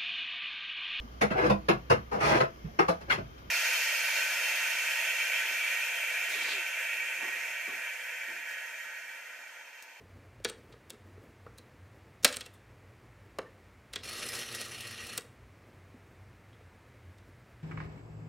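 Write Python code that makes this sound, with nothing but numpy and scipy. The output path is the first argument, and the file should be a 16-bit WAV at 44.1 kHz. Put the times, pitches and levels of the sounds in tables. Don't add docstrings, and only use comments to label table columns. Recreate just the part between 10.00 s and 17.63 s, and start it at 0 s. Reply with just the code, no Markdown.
import sys
import numpy as np
from scipy import signal
from scipy.fft import rfft, irfft
from scipy.io import wavfile
from scipy.ndimage import uniform_filter1d

SR = 44100
rng = np.random.default_rng(int(sys.argv[2]) if len(sys.argv) > 2 else 0)


def transcribe(u):
    v = np.clip(np.atleast_2d(u).T, -1, 1)
    q = np.round(v * 32767).astype(np.int16)
    wavfile.write(sys.argv[1], SR, q)


N = 336483

RELEASE_S, REST_S = 4.03, 5.176


def amp(db):
    return 10 ** (np.asarray(db) / 20)


def evened(x):
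    return x / np.sqrt(np.mean(x ** 2) + 1e-20)


def read(points, hz):
    f, value = np.transpose(points)
    return np.interp(np.log(hz + 1), np.log(f + 1), value)


def add(mix, s, sound):
    part = mix[round(s * SR):][:len(sound)]
    part += sound[:len(part)]


def bins(size):
    return np.fft.rfftfreq(size, 1 / SR)


def peaks(modes, hz, boost_db):
    power = 1
    for f, width, db in modes:
        power = power + amp(db + boost_db) ** 2 / (1 + (2 * (hz - f) / width) ** 2)
    return np.sqrt(power)


def lift(hz, centre_hz, db, sharpness=7):
    return 1 + (amp(db) - 1) / (1 + (sharpness * (hz - centre_hz) * 2 / centre_hz) ** 2)


def causal(gain):
    log_gain = np.log(np.maximum(gain, 1e-5))
    circle = np.concatenate([log_gain, log_gain[-2:0:-1]])
    return irfft(np.exp(np.conj(signal.hilbert(circle)))[:len(gain)])


def wander(rate_hz):
    return evened(irfft(rfft(rng.standard_normal(N)) * np.exp(-(bins(N) / rate_hz) ** 2), N))


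def dying_noise(t60, size, stretch=1, rise_cycles=0, count=16):
    t, hz, centres = np.arange(size) / SR, bins(size), np.geomspace(150, 16000, count)
    white, out = rfft(rng.standard_normal(size)), np.zeros(size)
    for centre, pick in zip(centres, np.eye(count)):
        share = read(np.c_[centres, pick], hz)
        swell = 1 - np.exp(-t * centre / (abs(rise_cycles) + 1e-6))
        decay = np.exp(-np.log(1000) * t / (read(t60, centre) * stretch))
        band = irfft(white * share, size) * swell * decay
        out += evened(band) * np.sqrt(share.mean())
    return evened(out) / np.sqrt(size)


def air():
    # frequency in Hz, relative level in dB
    air_colour = [(25, -32.5), (40, -16.5), (55, -6.5), (72, -11), (150, -6), (260, -11), (600, -14),
                  (800, -16), (2200, -17), (3200, -27.5), (5000, -32), (9000, -37), (10500, -39.5),
                  (16000, -42.5)]
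    # centre in Hz, half-width in Hz, level in dB before it wavers
    rumble = [(58, 8, -69.5), (93, 7, -61.5), (119, 6, -66)]
    # time in seconds, level in dB before stir_gain_db
    handling = [(0, -63), (1.5, -63), (3.6, -65.5), (7.6, -66)]
    stir_colour = [(90, -28.0), (220, 2), (480, 0.5), (900, -15), (3000, -33.5)]  # Hz, relative dB
    air_db, stir_gain_db = -61, -3
    stir_wander_db, lumpy_db = 3.5, 3.0
    hz = bins(N)

    def noise(gain):
        return evened(irfft(rfft(rng.standard_normal(N)) * gain, N))

    drone = np.zeros(N)
    for f, half_width, db in rumble:
        drone += amp(db + lumpy_db * wander(7.2)) * noise(1 / (1 + ((hz - f) / half_width) ** 2))
    motion_db = np.interp(np.arange(N) / SR, *np.transpose(handling)) + stir_wander_db * wander(18)
    stir = amp(motion_db + stir_gain_db) * noise(amp(read(stir_colour, hz)))
    return amp(air_db) * noise(amp(read(air_colour, hz))) + drone + stir


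def room(x, onset_s=.012, size=32768):
    # frequency in Hz, time to fall 60 dB in seconds
    tail_t60 = [(150, 0.33), (500, 0.4), (2000, 0.39), (4500, 0.37), (9000, 0.34), (15000, .3)]
    # frequency in Hz, level in dB
    tail_level = [(150, -7.5), (500, -10), (2000, -10), (4500, -17), (9000, -16.5), (11500, -18.5),
                  (16000, -21)]
    # delay in seconds, level in dB
    echoes = [(.0095, -20.5), (.017, -20), (.03, -19.5), (.041, -23.5)]
    onset = 1 - np.exp(-(np.arange(size) / SR / onset_s) ** 2)
    tail = dying_noise(tail_t60, size) * onset
    response = signal.fftconvolve(tail, causal(amp(read(tail_level, bins(1024)))))
    for delay, db in echoes:
        add(response, delay, amp(db) * np.array([.25, .5, .25]))
    return x + signal.fftconvolve(x, response)[:N]


def squeak():
    # start in seconds, end in seconds, mean pitch in Hz
    start, end, hz = (3.445, 3.495, 1809)
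    squeak_db = -62
    out, swell = np.zeros(N), np.hanning(round((end - start) * SR))
    turns = np.cumsum(hz * (1 + .015 * wander(200)[:len(swell)])) / SR
    add(out, start, amp(squeak_db) * 2 * swell * np.sin(2 * np.pi * turns))
    return out


def rub_db(t):
    # time in seconds, rub in dB
    run = [(4.04, -44.5), (4.052, -43.5), (4.414, -39.5), (4.448, -45.5), (4.56, -40), (4.582, -45.5),
           (4.616, -38), (4.632, -45), (5.16, -47)]
    s, db = np.transpose(run)
    return np.interp(t, s, db - db.mean())


def governor_speed():
    full_hz, sag_hz_per_s, spin_up_s = 120.4, 5, .025
    age = np.maximum(np.arange(N) / SR - RELEASE_S, 0)
    speed_hz = (full_hz - sag_hz_per_s * age) * (1 - np.exp(-age / spin_up_s))
    return speed_hz * (np.arange(N) / SR < REST_S), full_hz


def governor_turns():
    speed_hz, _ = governor_speed()
    return np.cumsum(speed_hz * (1 + 0.014 * wander(26))) / SR


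def hum(turns):
    # multiple of the turning speed, relative level in dB before it wavers
    harmonics = [(1, -1), (2, -1.5), (3, -3), (4, -2), (5, -4.5)]
    hum_db = -63
    speed_hz, full_hz = governor_speed()
    level = amp(hum_db + rub_db(np.arange(N) / SR)) * (speed_hz / full_hz) ** 2
    tones = np.zeros(N)
    for multiple, db in harmonics:
        tone = np.sin(2 * np.pi * (round(multiple) * turns + rng.random()))
        tones += amp(db + 2.4 * wander(18)) * tone
    return level * np.sqrt(2) * tones


def teeth(turns, per_s=1700, spread_db=1.0, rub=0.71, throb=0.054):
    strength = amp(spread_db * np.minimum(rng.exponential(1, N), 4))
    ticks = (rng.random(N) < per_s / SR) * rng.choice([-1, 1], N) * strength
    grain = evened(ticks) + rub * rng.standard_normal(N)
    return evened(grain * (1 + throb * np.cos(2 * np.pi * turns)))


def shifting(x, patchy_db=2.0):
    z = signal.stft(x, nperseg=512, noverlap=384)[2]
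    patches = uniform_filter1d(rng.standard_normal(z.shape), size=9, axis=0)
    patches = uniform_filter1d(patches, size=12, axis=1)
    return signal.istft(z * amp(patchy_db * evened(patches)), nperseg=512, noverlap=384)[1][:N]


def scrapes(turns, frame, hz, size=4096):
    # place in the turn from 0 to 1, level in dB before gain_db,
    # resonance in Hz, treble in dB
    tight_spots = [(.22, -34.5, 4320, 5), (.38, -35, 2750, 2.5), (.745, -35.5, 2450, -5),
                   (.98, -33, 2440, 4)]
    gear_turn_s = .26
    rise_s, gain_db, follow = 0.0046, -7, 0.95
    lift_db, top_db = 6, 4
    out, grain, age = np.zeros(N), teeth(turns), np.arange(size) / SR / rise_s
    for place, db, centre_hz, treble_db in tight_spots:
        slope = [(500, -8.0), (3000, -6), (10000, treble_db), (14000, treble_db + top_db)]
        tone = amp(read(slope, hz)) * lift(hz, centre_hz, lift_db)
        colour = causal(evened(frame * tone))
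        for s in np.arange(RELEASE_S + place * gear_turn_s, REST_S - 2 * rise_s, gear_turn_s):
            drag = grain[round(s * SR):][:size] * age * np.exp(1 - age)
            level = amp(db + gain_db + follow * rub_db(s))
            add(out, s, level * signal.fftconvolve(drag, colour))
    return out


def whirr(turns, size=4096):
    # frequency in Hz, relative level in dB
    gear_colour = [(150, -11), (240, -18), (285, -17), (360, 1.5), (570, 0.5), (760, -3.5), (1000, -8),
                   (1230, 4), (1400, 0.5), (2200, 1.5), (4400, 1.5), (4780, -8), (5250, 1.5), (7200, -8.5),
                   (11300, -8.5), (12400, -15.5), (16000, -23)]
    # centre in Hz, width in Hz, height in dB before a 6 dB boost
    frame_modes = [(1902, 80, 3), (2400, 38, -4), (2760, 29, 1.5), (3010, 110, -2), (4330, 48, 2.5),
                   (5080, 220, -2.5), (5450, 34, -11), (5830, 68, 1), (7500, 90, -4), (8260, 240, -5.5),
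                   (9570, 150, 0), (9840, 180, -1), (10400, 47, -2), (10970, 150, -1.5)]
    chatter_db, plate_db, hiss_db, shake_db = -44.5, -53, -50, -65.5
    plate_follow, hiss_follow = 0.19, 1.34
    creep_db, split_hz = -60, 7200
    plate_hz, plate_width_hz, shake_hz, shake_width_hz = 2650, 520, 300, 260
    t, hz = np.arange(N) / SR, bins(size)
    frame = amp(read(gear_colour, hz)) * peaks(frame_modes, hz, boost_db=6)
    low = 1 / (1 + (hz / split_hz) ** 8)
    plate = 1 / (1 + (2 * (hz - plate_hz) / plate_width_hz) ** 2)
    shake = 1 / (1 + (2 * (hz - shake_hz) / shake_width_hz) ** 4)
    creep = amp(creep_db) * ((t > 3.96) & (t < RELEASE_S))
    running = np.clip((t - RELEASE_S) / 0.0052, 0, 1) * (t < REST_S) * amp(1.2 * wander(67))

    def force(db, follow=1):
        return running * amp(db + follow * rub_db(t))

    def ring(drive, gain):
        return signal.oaconvolve(teeth(turns) * drive, causal(evened(gain)))[:N]

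    out = ring(creep + force(chatter_db), frame * np.sqrt(low))
    out += ring(force(plate_db, plate_follow), frame * plate)
    out += ring(force(hiss_db, hiss_follow), frame * np.sqrt(1 - low))
    out += ring(force(shake_db), shake)
    return shifting(out) + scrapes(turns, frame, hz)


def blow(tone_db, ring, thud_hz, centre_hz, lift_db, size=8192):
    tone_hz = [430, 1150, 3500, 12000]
    # frequency in Hz, relative level in dB
    clack_colour = [(60, -45), (130, -17.5), (240, -11), (330, -13), (490, -11), (780, -15), (1000, -14.5),
                    (1300, -7.5), (1800, -8.5), (3000, -1.5), (4200, -1.5), (6300, -7), (8800, -6.5),
                    (11200, -15.5), (16000, -18)]
    # frequency in Hz, time to fall 60 dB in seconds
    clack_t60 = [(200, 0.043), (500, 0.047), (1200, 0.059), (3500, 0.041), (8000, 0.029), (15000, .018)]
    # centre in Hz, width in Hz, height in dB before a 5 dB boost
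    case_modes = [(246, 19, -1), (1670, 127, -4), (1890, 90, -1), (2270, 130, -5.5), (2710, 41, -5.5),
                  (3360, 90, -5.5), (3710, 72, -2), (4000, 90, -5), (4393, 110, -4.5), (5460, 90, -6.5),
                  (5560, 200, -9)]
    blow_samples = .011 * SR
    hz = bins(size)
    body = evened(amp(read(clack_colour, hz)) * peaks(case_modes, hz, boost_db=5))
    tone = amp(read(np.c_[tone_hz, tone_db], hz)) * lift(hz, centre_hz, lift_db)
    tone *= lift(hz, thud_hz, 12, sharpness=3.31)
    burst = dying_noise(clack_t60, size, max(ring, .2), rise_cycles=2.2, count=24)
    return np.sqrt(blow_samples) * signal.fftconvolve(burst, causal(body * tone))


def bumps():
    # time in seconds, thud in dB, knock in dB relative to the thud, thud in Hz, knock in Hz
    touches = [(.401, -35, -27, 520, 1300), (.739, -42, -12, 460, 1300), (.936, -43, -14, 415, 1300),
               (1.177, -39, -28, 432, 1300), (1.464, -38.5, -0.5, 484, 1320), (3.386, -21, -2, 530, 1073),
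               (5.94, -39, -28.5, 250, 1300), (6.609, -40.5, -25, 480, 1300)]
    out, average_db = np.zeros(N), np.mean(touches, axis=0)[1]
    for s, db, knock_db, thud_hz, knock_hz in touches:
        above_db = db - average_db
        top_db = -34.5 + .25 * knock_db + 0.68 * above_db
        ring = 0.67 + 0.02 * knock_db
        lift_db = 13 - 0.16 * above_db
        tone_db = [0, knock_db, top_db, top_db - 1]
        add(out, s, amp(db) * blow(tone_db, ring, thud_hz, knock_hz, lift_db))
    return out


def clicks():
    # time in seconds, level in dB, thud in dB, treble in dB, ring length factor,
    # thud in Hz, resonance in Hz, lift of that resonance in dB
    strikes = [(0.4467, -34, 7.5, 2.5, .8, 460, 6150, 6.5), (.450, -33, 8, -16, 0.92, 442, 1580, 9),
               (.487, -48, -9, -1, 1.5, 450, 2800, 4), (.497, -46.5, 13, 1.5, 0.88, 440, 8400, 11),
               (.724, -59, 0, -10, 2.6, 480, 4000, 2), (.903, -51, 8, 12, .62, 467, 3430, 7),
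               (1.583, -62.5, 12, 14.5, 1.1, 480, 4040, 10.5), (2.233, -51.5, 16, 8, 1.3, 497, 6040, 10),
               (2.246, -17, 1, 4.5, 0.99, 563, 1820, 3), (2.326, -41, -9, -1, 1.3, 500, 8500, 6.5),
               (2.341, -42, -6, -3, 1.2, 500, 2960, 6), (2.362, -50, -6, 5, 0.64, 500, 8500, 3),
               (2.368, -42, 6.5, 7.5, 0.54, 450, 9000, 8.5), (2.408, -42.5, -3, -0.5, 0.99, 450, 3300, 6),
               (2.461, -54, 8, 7, 1.1, 485, 2740, 8.5), (2.537, -75, -0.5, 21, 4.3, 479, 3480, 16),
               (3.934, -41.5, -1, -1.5, 1.1, 484, 2180, 2), (3.958, -36.5, 0.5, -5, 0.93, 420, 3370, 5.5),
               (5.177, -37.5, 7, 11.5, 0.82, 472, 1210, 7), (6.529, -76, 12, -4.5, 1.5, 480, 3400, 19),
               (7.183, -68, -2, 1, 1.1, 480, 4400, 0)]
    lead_s, lead_db, lead_below_db = .0055, -56.5, 10
    out = np.zeros(N)
    for s, db, thud_db, treble_db, ring, thud_hz, centre_hz, lift_db in strikes:
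        knock_db = 4 + 0.21 * thud_db
        click = blow([thud_db, knock_db, 0, treble_db], ring, thud_hz, centre_hz, lift_db)
        add(out, s - lead_s, amp(min(lead_db, db - lead_below_db)) * click)
        add(out, s, amp(db) * click)
    return out


def scene():
    turns = governor_turns()
    telephone = squeak() + hum(turns) + whirr(turns) + bumps() + clicks()
    mono = room(telephone) + air()
    return np.array([mono, mono])


def record(dry):
    band_limit = signal.firwin(255, 16000, window=("kaiser", 8), fs=SR)
    return signal.oaconvolve(dry, band_limit[None], "same")


dry = scene()
out = record(dry)
transcribe(out)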